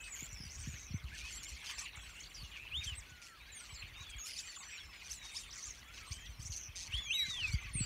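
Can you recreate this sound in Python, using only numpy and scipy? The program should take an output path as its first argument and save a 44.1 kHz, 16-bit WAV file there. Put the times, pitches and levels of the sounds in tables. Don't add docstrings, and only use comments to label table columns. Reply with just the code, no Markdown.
import sys
import numpy as np
from scipy import signal
from scipy.fft import rfft, irfft
from scipy.io import wavfile
from scipy.ndimage import uniform_filter1d, map_coordinates

SR = 44100
rng = np.random.default_rng(int(sys.argv[2]) if len(sys.argv) > 2 else 0)


def digitize_waveform(pressure):
    field = np.atleast_2d(pressure).T
    bounded = np.clip(field, -1, 1)
    quanta = np.round(bounded * 32767).astype(np.int16)
    wavfile.write(sys.argv[1], SR, quanta)


N = 346185

# time in seconds, pitch in Hz, level in dB.
LONG_WHISTLES = [
    [(2.702, 2500, -79), (2.72, 2410, -44.5), (2.776, 3650, -43), (2.818, 3760, -49.5), (2.854, 3800, -58),
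     (2.875, 3180, -42), (2.947, 2700, -52)],
    [(4.554, 6940, -70), (4.564, 7250, -54), (4.637, 6100, -60), (4.703, 5760, -58), (5.013, 4930, -70)],
    [(5.14, 4160, -69), (5.218, 3850, -60), (5.23, 3790, -52), (5.32, 3680, -56), (5.4, 3770, -64.5),
     (5.55, 3430, -66)],
    [(6.1, 8770, -64), (6.148, 8100, -57), (6.168, 8280, -61), (6.184, 7400, -68), (6.28, 5640, -61),
     (6.312, 6270, -66), (6.366, 5300, -70), (6.405, 5550, -63)],
    [(6.896, 2230, -58), (6.916, 2300, -53), (6.952, 3250, -36.5), (7.01, 3520, -47), (7.1, 3164, -51),
     (7.14, 3100, -43), (7.2, 2330, -47)],
    [(6.966, 6760, -78), (7.038, 6880, -52.5), (7.088, 6120, -49), (7.148, 6330, -54), (7.24, 5440, -54)],
    [(7.052, 2260, -62), (7.102, 2430, -43), (7.12, 2860, -36.5), (7.142, 3746, -34.5), (7.17, 3900, -34.5),
     (7.225, 3840, -37), (7.271, 4020, -46), (7.35, 3560, -43.5), (7.443, 2604, -40.5),
     (7.485, 2370, -47.5), (7.58, 2090, -59.5), (7.66, 2020, -60)],
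    [(7.2, 2280, -41), (7.25, 2120, -50.5), (7.32, 1980, -58.5), (7.43, 1880, -64)],
    [(7.732, 9200, -53), (7.754, 8930, -37.5), (7.848, 7300, -44)],
]
# start in seconds, length in seconds, first pitch in Hz,
# turn as a share of the length, turn pitch in Hz, last pitch in Hz, level at the turn in dB.
SHORT_NOTES = [ (0.0, 0.1, 2560, 0.78, 2560, 2400, -53.5), (.002, 0.14, 6700, 0.41, 8380, 7340, -55.5),
               (0.119, 0.033, 7470, 0.21, 6800, 7750, -47), (0.484, 0.041, 2580, 0.25, 4860, 6670, -51),
               (0.505, 0.07, 5900, .42, 6330, 5340, -60), (0.514, 0.029, 2300, 0.54, 1440, 1400, -63),
               (0.527, .052, 6630, 0.72, 6700, 7000, -54), (0.581, 0.075, 6900, 0.3, 8970, 5100, -54),
               (0.605, 0.034, 5410, 0.42, 5800, 6030, -56), (0.932, 0.049, 5770, 0.67, 6330, 5300, -55),
               (1.117, 0.054, 1500, 0.55, 1770, 1430, -53.5), (1.191, 0.11, 2310, 0.84, 2590, 2290, -53),
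               (1.306, .055, 7800, 0.59, 6900, 8000, -50), (1.352, 0.079, 7800, .2, 7900, 6400, -53),
               (1.424, 0.085, 6600, 0.78, 7650, 6630, -53), (1.666, 0.065, 6200, 0.59, 5900, 5200, -56),
               (1.66, 0.057, 3700, .51, 3200, 2820, -53), (1.661, 0.047, 5000, 0.72, 4790, 4250, -52.5),
               (1.71, 0.076, 8570, 0.86, 7140, 7660, -58.5), (2.012, 0.051, 7770, 0.53, 8240, 7870, -62),
               (2.156, 0.085, 2700, 0.31, 2760, 3420, -56), (2.199, 0.02, 4960, 0.55, 6850, 7250, -50),
               (2.22, .036, 6330, .6, 6630, 6470, -61), (2.26, 0.084, 6420, 0.23, 7620, 6800, -69),
               (2.432, 0.059, 2930, .51, 2820, 2630, -58.5), (2.75, 0.091, 6060, 0.27, 7150, 6050, -61),
               (2.809, 0.019, 2900, .51, 2560, 2190, -46), (2.95, 0.066, 7600, 0.5, 8600, 4300, -52.5),
               (3.063, 0.36, 1520, 0.82, 1312, 908, -64.5), (3.092, 0.024, 5850, 0.47, 7400, 5420, -59),
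               (3.279, 0.069, 1850, .15, 1960, 1440, -62), (3.517, 0.096, 7200, 0.3, 6960, 5550, -57),
               (3.545, 0.1, 8760, 0.41, 8360, 8060, -56), (3.598, 0.05, 1240, 0.44, 1470, 1420, -61.5),
               (3.626, 0.12, 5930, .51, 5600, 5380, -72), (3.734, 0.043, 5380, 0.66, 4900, 4400, -60),
               (3.692, 0.12, 8230, 0.41, 7770, 7400, -58.5), (3.738, 0.028, 5700, 0.41, 6750, 7100, -56),
               (3.821, .015, 3430, .51, 3000, 2520, -55), (3.953, 0.11, 3610, 0.55, 3860, 3730, -53),
               (4.053, 0.13, 3490, 0.58, 3270, 3220, -54.5), (4.099, 0.011, 9800, .51, 8200, 5700, -51),
               (4.448, .082, 6940, 0.28, 7640, 7260, -56.5), (4.481, 0.062, 4250, 0.38, 4480, 4230, -56),
               (4.582, 0.075, 7570, 0.26, 7850, 6950, -56.5), (4.642, 0.074, 7090, 0.72, 7800, 7300, -62),
               (4.705, 0.079, 7330, .35, 7700, 6760, -56.5), (4.779, 0.048, 4080, .6, 3350, 3300, -53.5),
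               (4.856, 0.044, 3700, 0.17, 4120, 3900, -66), (4.862, 0.072, 1150, 0.59, 1090, 890, -68),
               (4.99, 0.071, 2500, 0.56, 2446, 2430, -59.5), (5.045, 0.034, 5300, 0.42, 6200, 5600, -56),
               (5.338, 0.038, 800, .51, 1055, 1280, -62.5), (5.767, 0.044, 2660, .38, 5840, 4600, -60),
               (5.86, 0.1, 1300, 0.51, 1400, 1550, -67), (5.974, 0.027, 3360, 0.39, 2850, 2330, -49.5),
               (6.002, 0.075, 1400, 0.37, 1270, 1360, -61), (6.066, 0.032, 8220, .7, 8480, 9400, -54),
               (6.11, 0.039, 2000, 0.31, 2350, 2360, -57), (6.117, 0.02, 3870, 0.41, 5500, 7560, -42),
               (6.121, 0.16, 2875, 0.33, 3110, 3290, -59), (6.201, 0.087, 1600, 0.47, 1900, 2100, -63),
               (6.256, 0.022, 9000, 0.32, 3680, 3120, -49), (6.4, 0.034, 2600, 0.47, 3250, 4100, -66),
               (6.501, 0.0072, 5900, .51, 6250, 6600, -49), (6.92, 0.033, 5000, 0.23, 5940, 5200, -57),
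               (7.515, 0.039, 4060, .38, 4480, 4770, -48), (7.559, 0.11, 6450, 0.55, 6170, 6000, -61),
               (7.749, 0.061, 1990, 0.64, 2650, 2370, -49.5), (7.704, 0.1, 4770, .51, 4350, 3950, -72),
               (7.791, 0.072, 3970, 0.72, 4770, 4900, -52)]
# the same seven columns as a short note, then mean beats a second,
# chopping depth from 0 to 1, octave overtone in dB.
TRILL_CALLS = [ (0.14, 0.13, 6500, 0.075, 6550, 7100, -48.5, 200, 0.76, -15),
               (0.287, 0.15, 6300, 0.22, 5650, 5330, -55, 128, 0.53, -24),
               (0.312, .038, 6650, .3, 6830, 7300, -60, 170, .8, -30),
               (0.368, 0.12, 5200, .8, 4750, 4670, -56.5, 96, 0.86, -8.5),
               (0.41, 0.079, 5300, 0.68, 5980, 5730, -59, 200, 0.2, -27),
               (0.652, 0.14, 5700, 0.29, 6970, 5600, -54, 186, 0.54, -18),
               (0.768, 0.16, 5950, 0.17, 6380, 5370, -56.5, 270, 0.63, -27),
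               (2.35, 0.08, 5240, 1, 4400, 4600, -52, 162, 0.4, -15.5),
               (4.183, 0.086, 6800, 0.356, 6480, 7250, -47, 192, 0.18, -21),
               (4.24, 0.14, 5460, 0.28, 5150, 4770, -52, 196, 0.8, -8),
               (6.505, 0.085, 6180, 0.87, 6310, 6600, -47, 270, 0.9, -26),
               (6.576, 0.11, 6480, 0.51, 6030, 5830, -49.5, 300, 0.48, -25),
               (7.124, .15, 2290, .55, 2050, 1490, -51.5, 70, .25, -34)]
# nominal start in seconds, nominal length in seconds, centre in Hz,
# spread in octaves, level in dB.
RASP_CALLS = [(.16, 0.064, 6700, 1.2, -59), (0.512, 0.21, 6500, 0.34, -57.5), (0.601, 0.2, 2400, 0.88, -60),
              (1.084, 0.2, 4300, 0.77, -64), (1.146, 0.023, 6500, 0.79, -62),
              (1.178, 0.035, 5400, 0.96, -52), (1.245, 0.086, 5600, 0.92, -55.5),
              (1.305, 0.068, 6540, 0.75, -55), (1.43, 0.015, 6840, 0.63, -49.5),
              (1.482, 0.039, 6940, 0.77, -55), (1.646, 0.073, 5230, 1.1, -50),
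              (1.83, 0.071, 2530, 0.36, -51.5), (2.15, 0.062, 7850, 0.21, -65),
              (2.224, 0.043, 6150, 0.47, -64), (2.342, 0.025, 5430, 0.14, -54.5),
              (2.53, 0.17, 2570, 0.36, -53), (2.834, 0.11, 2870, 0.57, -54), (3.223, 0.061, 4660, 1.2, -58),
              (3.459, 0.017, 4470, 0.21, -65), (3.6, 0.094, 4050, 0.73, -59),
              (3.824, 0.027, 2840, 0.3, -51.5), (3.972, 0.09, 6700, 0.26, -69),
              (4.094, 0.015, 8000, 0.32, -59.5), (4.262, 0.024, 7900, 1, -48.5),
              (4.294, 0.13, 5930, 1, -55.5), (4.452, 0.11, 5000, 0.79, -57.5),
              (4.72, 0.09, 2450, 0.54, -53.5), (5.031, 0.064, 5400, 1.1, -57.5),
              (5.231, 0.088, 5740, 0.6, -56), (5.317, 0.037, 8400, 0.16, -59),
              (5.345, 0.1, 6200, 0.83, -59), (5.546, 0.23, 6360, 0.54, -57.5),
              (5.941, 0.073, 4730, 0.58, -56.5), (6.112, 0.033, 5500, 0.83, -53),
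              (6.449, 0.028, 6240, 0.16, -49), (6.522, 0.025, 5440, 0.66, -48.5),
              (6.563, 0.018, 7300, 0.54, -51.5), (6.764, 0.1, 5550, 0.6, -48),
              (6.972, 0.019, 6500, 0.84, -59), (7.262, .13, 6300, 0.42, -53),
              (7.411, 0.077, 4170, 0.25, -52), (7.52, 0.027, 6900, 0.67, -53),
              (7.802, 0.051, 2700, 0.79, -53)]
# centre in Hz, width in Hz, gain in dB.
THROAT_RESONANCES = [(2360, 1700, 5.5), (4400, 410, -1.5), (6080, 1220, 1), (9230, 1700, -9.5),
                     (13300, 2500, -15)]
# start in seconds, length in seconds, first pitch in Hz, last pitch in Hz,
# swing as a share of the pitch, mean swings a second, middle level in dB.
WARBLE_CALLS = [(1.516, 0.063, 7400, 3900, 0.15, 81, -56.5), (2.231, 0.051, 3500, 4170, 0.2, 62, -57),
                (2.432, .036, 5900, 6000, 0.12, 93, -63), (3.755, .072, 4470, 4070, 0.035, 45, -57),
                (4.0, 0.048, 6200, 6100, 0.11, 52, -62), (5.503, 0.047, 4970, 5620, .13, 50, -53),
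                (5.555, 0.062, 6220, 5340, 0.175, 64, -53.5), (5.623, 0.037, 5610, 6700, .04, 56, -48),
                (5.656, 0.074, 6820, 5650, .13, 120, -52)]
# time of the dip in seconds, pitch factor of the arch,
# length factor of the arch, base level in dB.
SQUEAK_CALLS = [(1.81, 0.99, 0.84, -52), (2.097, 1.04, 0.23, -62), (2.86, 1.01, 0.73, -54),
                (3.261, 0.9, 0.97, -64.5), (4.404, 0.9, 1.2, -53.5), (5.132, 0.99, 0.95, -50.5),
                (5.388, 0.87, 1.1, -52), (6.449, 0.98, 1.3, -57), (7.502, 0.92, 1.3, -59)]
# time from the dip in seconds, pitch in Hz,
# level against the base in dB, octave overtone in dB. The call's factors apply before the dip only.
SQUEAK_OUTLINE = [(-.042, 4080, -3, 0), (-.028, 5305, -0.5, -18), (-.014, 6440, 8, -20),
                  (-.002, 4845, 1.5, -7), (.004, 7300, 2, -39), (0.017, 7850, -1.5, -28),
                  (.04, 7050, -5, -25), (.062, 6780, -9, -30)]
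SIDE_TONES_DB = (-10, -15, -22)
# multiple of the pitch, level in dB when blown at EFFORT_DB or harder.
WHISTLE_OVERTONES = [(2, -17), (3, -16)]
# time in seconds, level in dB.
BABBLE_LEVELS = [(0.0, -54.5), (0.52, -61), (0.85, -56), (1.99, -53), (2.47, -59), (2.78, -59),
                 (2.97, -59.5), (3.3, -64), (4.57, -51.5), (4.87, -58.5), (6.19, -57), (6.56, -63),
                 (6.97, -53), (7.11, -60.5), (7.26, -50), (7.85, -56)]
# frequency in Hz, relative gain in dB.
BABBLE_TONE = [(800, -8.5), (1300, -12), (1800, -8), (2200, -1.5), (2900, -3.5), (3800, -5), (5000, -10),
               (7000, -10), (9500, -13), (11000, -9)]
# time in seconds, level in dB.
GUST_LEVELS = [(0.0, -61), (0.59, -53.5), (1.57, -58), (2.3, -60), (2.82, -52), (3.23, -65), (3.85, -59),
               (4.28, -65.5), (6.01, -59.5), (6.27, -52), (6.71, -60), (7.52, -54), (7.67, -54),
               (7.85, -44)]
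# frequency in Hz, relative gain in dB.
WIND_TONE = [(25, -24), (42, -1.5), (60, 1), (85, -5.5), (130, -14), (200, -23.5), (300, -26.5),
             (450, -35.5), (800, -97)]
# time of the peak in seconds, nominal pitch in Hz, peak envelope in dB.
EDDY_THUMPS = [(0.227, 163, -45), (0.336, 68.4, -44.5), (0.407, 127, -43), (0.437, 188, -52),
               (0.46, 92.5, -47), (0.599, 63, -42.5), (0.677, 122, -37), (0.694, 96, -38.5),
               (0.742, 99, -42.5), (0.911, 97, -42), (0.946, 121, -31.5), (1.046, 79.7, -38.5),
               (1.135, 76, -45), (1.237, 58, -48), (1.982, 61, -45), (2.436, 71.4, -43.5),
               (2.792, 72.5, -43), (2.871, 62.5, -42.5), (2.925, 81, -42), (2.989, 59.3, -45.5),
               (3.124, 83, -50), (3.734, 65.7, -46), (3.843, 67, -46.5), (3.932, 57.7, -46.5),
               (4.014, 76, -45), (4.161, 63, -44.5), (6.116, 77.6, -37), (6.299, 70, -42.5),
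               (6.4, 80.4, -40.5), (6.458, 87, -43.5), (6.504, 77, -38.5), (6.696, 65.6, -45),
               (6.899, 75, -47.5), (6.947, 70, -35.5), (6.99, 61.3, -49), (7.287, 102, -46.5),
               (7.43, 63, -46.5), (7.503, 64, -39), (7.545, 72, -26.5), (7.66, 67, -42.5),
               (7.711, 70.4, -46), (7.758, 89, -33), (7.811, 138, -30)]
# frequency in Hz, relative gain in dB.
AIR_TONE = [(88, -45), (150, -1.5), (454, -8), (782, -7.5), (1570, -8), (2610, -4), (4860, -19.5),
            (6010, -13), (7740, -24), (9040, -16.5), (15600, -20)]

START_DB, END_DB = -4, -5
ARCH = 0.65
WAVER, WAVER_HZ = 0.019, 7850
STEEP_DB = -1
EFFORT_DB = -29.5
SECOND_VOICE_HZ = 1700
AIR_DB = -63.5
MIC_DIP_HZ, MIC_DIP_WIDTH_HZ, MIC_DIP_DB = 10470, 295, -5
TOP_HZ = 15620


def undb(db):
    return 10 ** (np.asarray(db) / 20)


def level(x, db):
    return x * undb(db) / np.sqrt(np.mean(x ** 2))


def level_curve(rows):
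    s, db = np.transpose(rows)
    return undb(np.interp(np.arange(N) / SR, s, db))


def add(out, start_s, x):
    i = int(start_s * SR)
    x, i = x[max(-i, 0):N - i], max(i, 0)
    out[i:i + len(x)] += x


def colour(x, points):
    hz, db = np.transpose(points)
    f = np.arange(len(x) // 2 + 1) * SR / len(x) + 1
    gain = undb(np.interp(np.log(f), np.log(hz), db))
    return irfft(rfft(x) * gain, len(x))


def walk(rate, size):
    knots = rng.standard_normal(int(size * rate / SR) + 3)
    return map_coordinates(knots, [np.arange(size) * rate / SR], order=3)


def fade(size, edge_s):
    i = np.arange(size)
    return np.clip(np.minimum(i, size - i) / (edge_s * SR), 0, 1)


def trace(rows):
    s, *columns = np.transpose(rows)
    t = s[0] + np.arange(int((s[-1] - s[0]) * SR) + 2) / SR
    return [uniform_filter1d(np.interp(t, s, c), size=200, mode="nearest") for c in columns]


def tone(hz, gain, rough=0.098):
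    flutter = 1 + rough * walk(450, len(hz))
    in_band = hz < .4 * SR
    turns = np.cumsum(hz) / SR + rng.random()
    return np.sqrt(2) * gain * flutter * in_band * np.sin(2 * np.pi * turns)


def bend(s, length, first_hz, turn, turn_hz, last_hz, db):
    top = np.clip(turn, .05, .95) * length
    is_peak_or_dip = (turn_hz - first_hz) * (turn_hz - last_hz) > 0
    half = ARCH if is_peak_or_dip else .5
    return [(s, first_hz, db + START_DB),
            (s + top / 2, first_hz + half * (turn_hz - first_hz), db + START_DB / 2),
            (s + top, turn_hz, db),
            (s + (top + length) / 2, last_hz + half * (turn_hz - last_hz), db + END_DB / 2),
            (s + length, last_hz, db + END_DB)]


def whistle(rows, waver=WAVER):
    hz, db = trace(rows)
    glide = np.abs(np.gradient(hz)) * SR
    db = db + STEEP_DB * glide / 10 ** 5
    fast_waver = 0.0076 * walk(110.4, len(hz))
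    slow_waver = waver * (hz / WAVER_HZ) ** 2 * walk(44.8, len(hz))
    hz = hz * (1 + fast_waver + slow_waver)
    gain = undb(db + 2.62 * walk(68.0, len(hz))) * fade(len(hz), 0.0029)
    rich = gain * undb(0.96 * np.minimum(db - EFFORT_DB, 0))
    overtones = sum(tone(k * hz, rich * undb(over_db)) for k, over_db in WHISTLE_OVERTONES)
    return tone(hz, gain, rough=0.15) + overtones


def trill(rows, rate, depth, octave_db):
    hz, db = trace(rows)
    beat = np.cumsum(rate * undb(2.26 * walk(34.8, len(hz)))) / SR
    blip_db, blip_pitch = rng.standard_normal((int(beat[-1]) + 2, 2))[beat.astype(int)].T
    gate = 1 - depth + 2.4 * depth * np.sin(np.pi * beat) ** 6 * undb(3.5 * blip_db)
    slide = .05 * np.cos(np.pi * (beat % 1))
    hz = hz * (1 + .012 * walk(90, len(hz)) + depth * (.028 * blip_pitch + slide))
    gain = undb(db) * gate * fade(len(hz), 0.002)
    return tone(hz, gain, rough=0.27) + tone(2 * hz, gain * undb(octave_db))


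def rasp(length, hz, spread, db, pulsed=.65):
    size = int(1.25 * length * SR) + 300
    beat = np.cumsum(rng.uniform(140, 210) * (1 + 0.31 * walk(60, size))) / SR % 1
    fold_drift = undb(1.2 * walk(45, size) + 0.283 * walk(502.4, size))
    folds = np.cumsum(rng.uniform(1100, 1700) * fold_drift) / SR
    squawk = sum(np.sin(2 * np.pi * k * folds) for k in range(1, 10)) / 2
    source = squawk + .5 * rng.standard_normal(size)
    pulse = 1 - pulsed + 2.5 * pulsed * np.exp(-beat / .22)
    puffs = pulse * undb(3 * walk(70, size)) * source
    f = np.arange(size // 2 + 1) * SR / size + 1
    throat = 0.14 + sum(undb(d) / (1 + (2 * (f - c) / w) ** 2) for c, w, d in THROAT_RESONANCES)
    band = np.exp(-.5 * (np.log2(f / hz) / spread) ** 2)
    sound = irfft(rfft(puffs) * throat * band, size)
    swell = np.sin(np.pi * np.linspace(0, 1, size) ** .65) ** .55
    return level(sound * swell, db)


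def warble(length, first_hz, last_hz, swing, rate, db):
    size = int(length * SR)
    wave = -np.cos(2 * np.pi * np.cumsum(rate * undb(2.5 * walk(40, size))) / SR)
    hz = np.linspace(first_hz, last_hz, size) * (1 + swing * wave * undb(2.6 * walk(44.6, size)))
    gain = undb(db + 2.6 * wave + 2.9 * walk(111, size)) * fade(size, 0.0045)
    return tone(hz, gain, rough=0.33)


def squeak(pitch, length, db):
    outline = [(s * length, f * pitch, d, o) if s < 0 else (s, f, d, o) for s, f, d, o in SQUEAK_OUTLINE]
    hz, shape_db, octave_db = trace(outline)
    hz = hz * (1 + 0.0115 * walk(132.6, len(hz)))
    gain = undb(db + shape_db + 2.76 * walk(92.4, len(hz))) * fade(len(hz), 0.0097)
    sides = sum(tone(hz + k * SECOND_VOICE_HZ, gain * undb(d + 5 * walk(70, len(hz))), rough=.6)
                for k, d in zip((1, -1, 2), SIDE_TONES_DB))
    out = tone(hz, gain) + tone(2 * hz, gain * undb(octave_db), rough=0.21) + sides
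    breath = rasp(0.062 * length, 7000 * pitch, 0.76, db - 3)
    out[:len(breath)] += breath[:len(out)]
    return out


def near_birds():
    out = np.zeros(N)
    for rows in LONG_WHISTLES:
        add(out, rows[0][0], whistle(rows, waver=.004))
    for note in SHORT_NOTES:
        add(out, note[0], whistle(bend(*note)))
    for row in TRILL_CALLS:
        add(out, row[0], trill(bend(*row[:7]), *row[7:]))
    for s, *row in WARBLE_CALLS:
        add(out, s, warble(*row))
    for s, pitch, length, db in SQUEAK_CALLS:
        add(out, s + SQUEAK_OUTLINE[0][0] * length, squeak(pitch, length, db))
    for s, length, hz, spread, db in RASP_CALLS:
        add(out, s - .1 * length, rasp(length, hz, spread, db))
    return out


def scatter(x, decay_s, db):
    tail = rng.standard_normal(8000) * np.exp(-np.arange(8000) / SR / decay_s)
    return x + signal.fftconvolve(x, level(tail, db) / np.sqrt(len(tail)))[:N]


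def far_whistles(count=120):
    out = np.zeros(N)
    for s, high, long, turn, rise, fall, loud in rng.random((count, 7)):
        hz = 1650 * 2.7 ** high
        length = 0.0298 + .1 * long ** 2
        first_hz, last_hz = hz * (.78 + 0.33 * rise), hz * (.72 + 0.32 * fall)
        add(out, s * N / SR, whistle(bend(0, length, first_hz, turn, hz, last_hz, -73 + 8 * loud)))
    return scatter(out, 0.025, -7.5)


def babble(count=2500):
    out = np.zeros(N)
    for s, kind, high, long, rise, fall, loud in rng.random((count, 7)):
        start, length = s * N / SR, .009 + .07 * long ** 3.5
        hz = 1050 * 9.5 ** high
        db = 10 * loud ** 1.5 - 8 * long
        first_hz, last_hz = hz * (.65 + .55 * rise), hz * (.6 + .55 * fall)
        rows = [(0, first_hz, db - 4.0), (.45 * length, hz, db), (length, last_hz, db + 0.5)]
        if kind < .12:
            add(out, start, rasp(1.75 * length, 1800 * 3.15 ** high, 0.5, db, pulsed=0.13))
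        elif kind < .27:
            add(out, start, warble(2 * length, first_hz, last_hz, .12, 90, db - 3))
        elif kind < .42:
            add(out, start, trill(rows, 187.3, 0.6, -44))
        else:
            pitch, chirp_db = trace(rows)
            add(out, start, tone(pitch, undb(chirp_db) * fade(len(pitch), 0.0053), rough=0.074))
    uneven = out * undb(1.5 * walk(9, N))
    smeared = colour(scatter(uneven, .028, -8), BABBLE_TONE)
    return level(smeared, 0) * level_curve(BABBLE_LEVELS)


def wind():
    rumble = colour(rng.standard_normal(N) * undb(3.1 * walk(23, N)), WIND_TONE)
    out = level(rumble, 0) * level_curve(GUST_LEVELS)
    for (s, hz, db), (turn, linger, drop) in zip(EDDY_THUMPS, rng.random((len(EDDY_THUMPS), 3))):
        cycles = np.arange(-1.5, 4, hz / SR)
        width = np.where(cycles < 0, .4, 0.55 + 1.46 * linger)
        shape = np.exp(-.5 * (cycles / width) ** 2)
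        sag = 0.739 + (.35 + 0.41 * drop) * 2 * np.exp(-np.abs(cycles + 0.26) / 0.42)
        wave = np.sin(2 * np.pi * (np.cumsum(sag) * hz / SR + turn))
        add(out, s - 1.5 / hz, undb(db) * shape * wave)
    return out


def air():
    hiss = level(colour(rng.standard_normal(N), AIR_TONE), AIR_DB)
    return hiss * undb(0.82 * walk(3.065, N))


def scene():
    near = scatter(near_birds(), .03, -14)
    return (near + far_whistles() + babble() + wind() + air())[None]


def record(dry):
    f = np.arange(N // 2 + 1) * SR / N
    dip = undb(MIC_DIP_DB * np.exp(-.5 * ((f - MIC_DIP_HZ) / MIC_DIP_WIDTH_HZ) ** 2))
    low_pass = signal.ellip(10, .2, 70, TOP_HZ, fs=SR, output="sos")
    return signal.sosfilt(low_pass, irfft(rfft(dry) * dip, N))


dry = scene()
out = record(dry)
digitize_waveform(out)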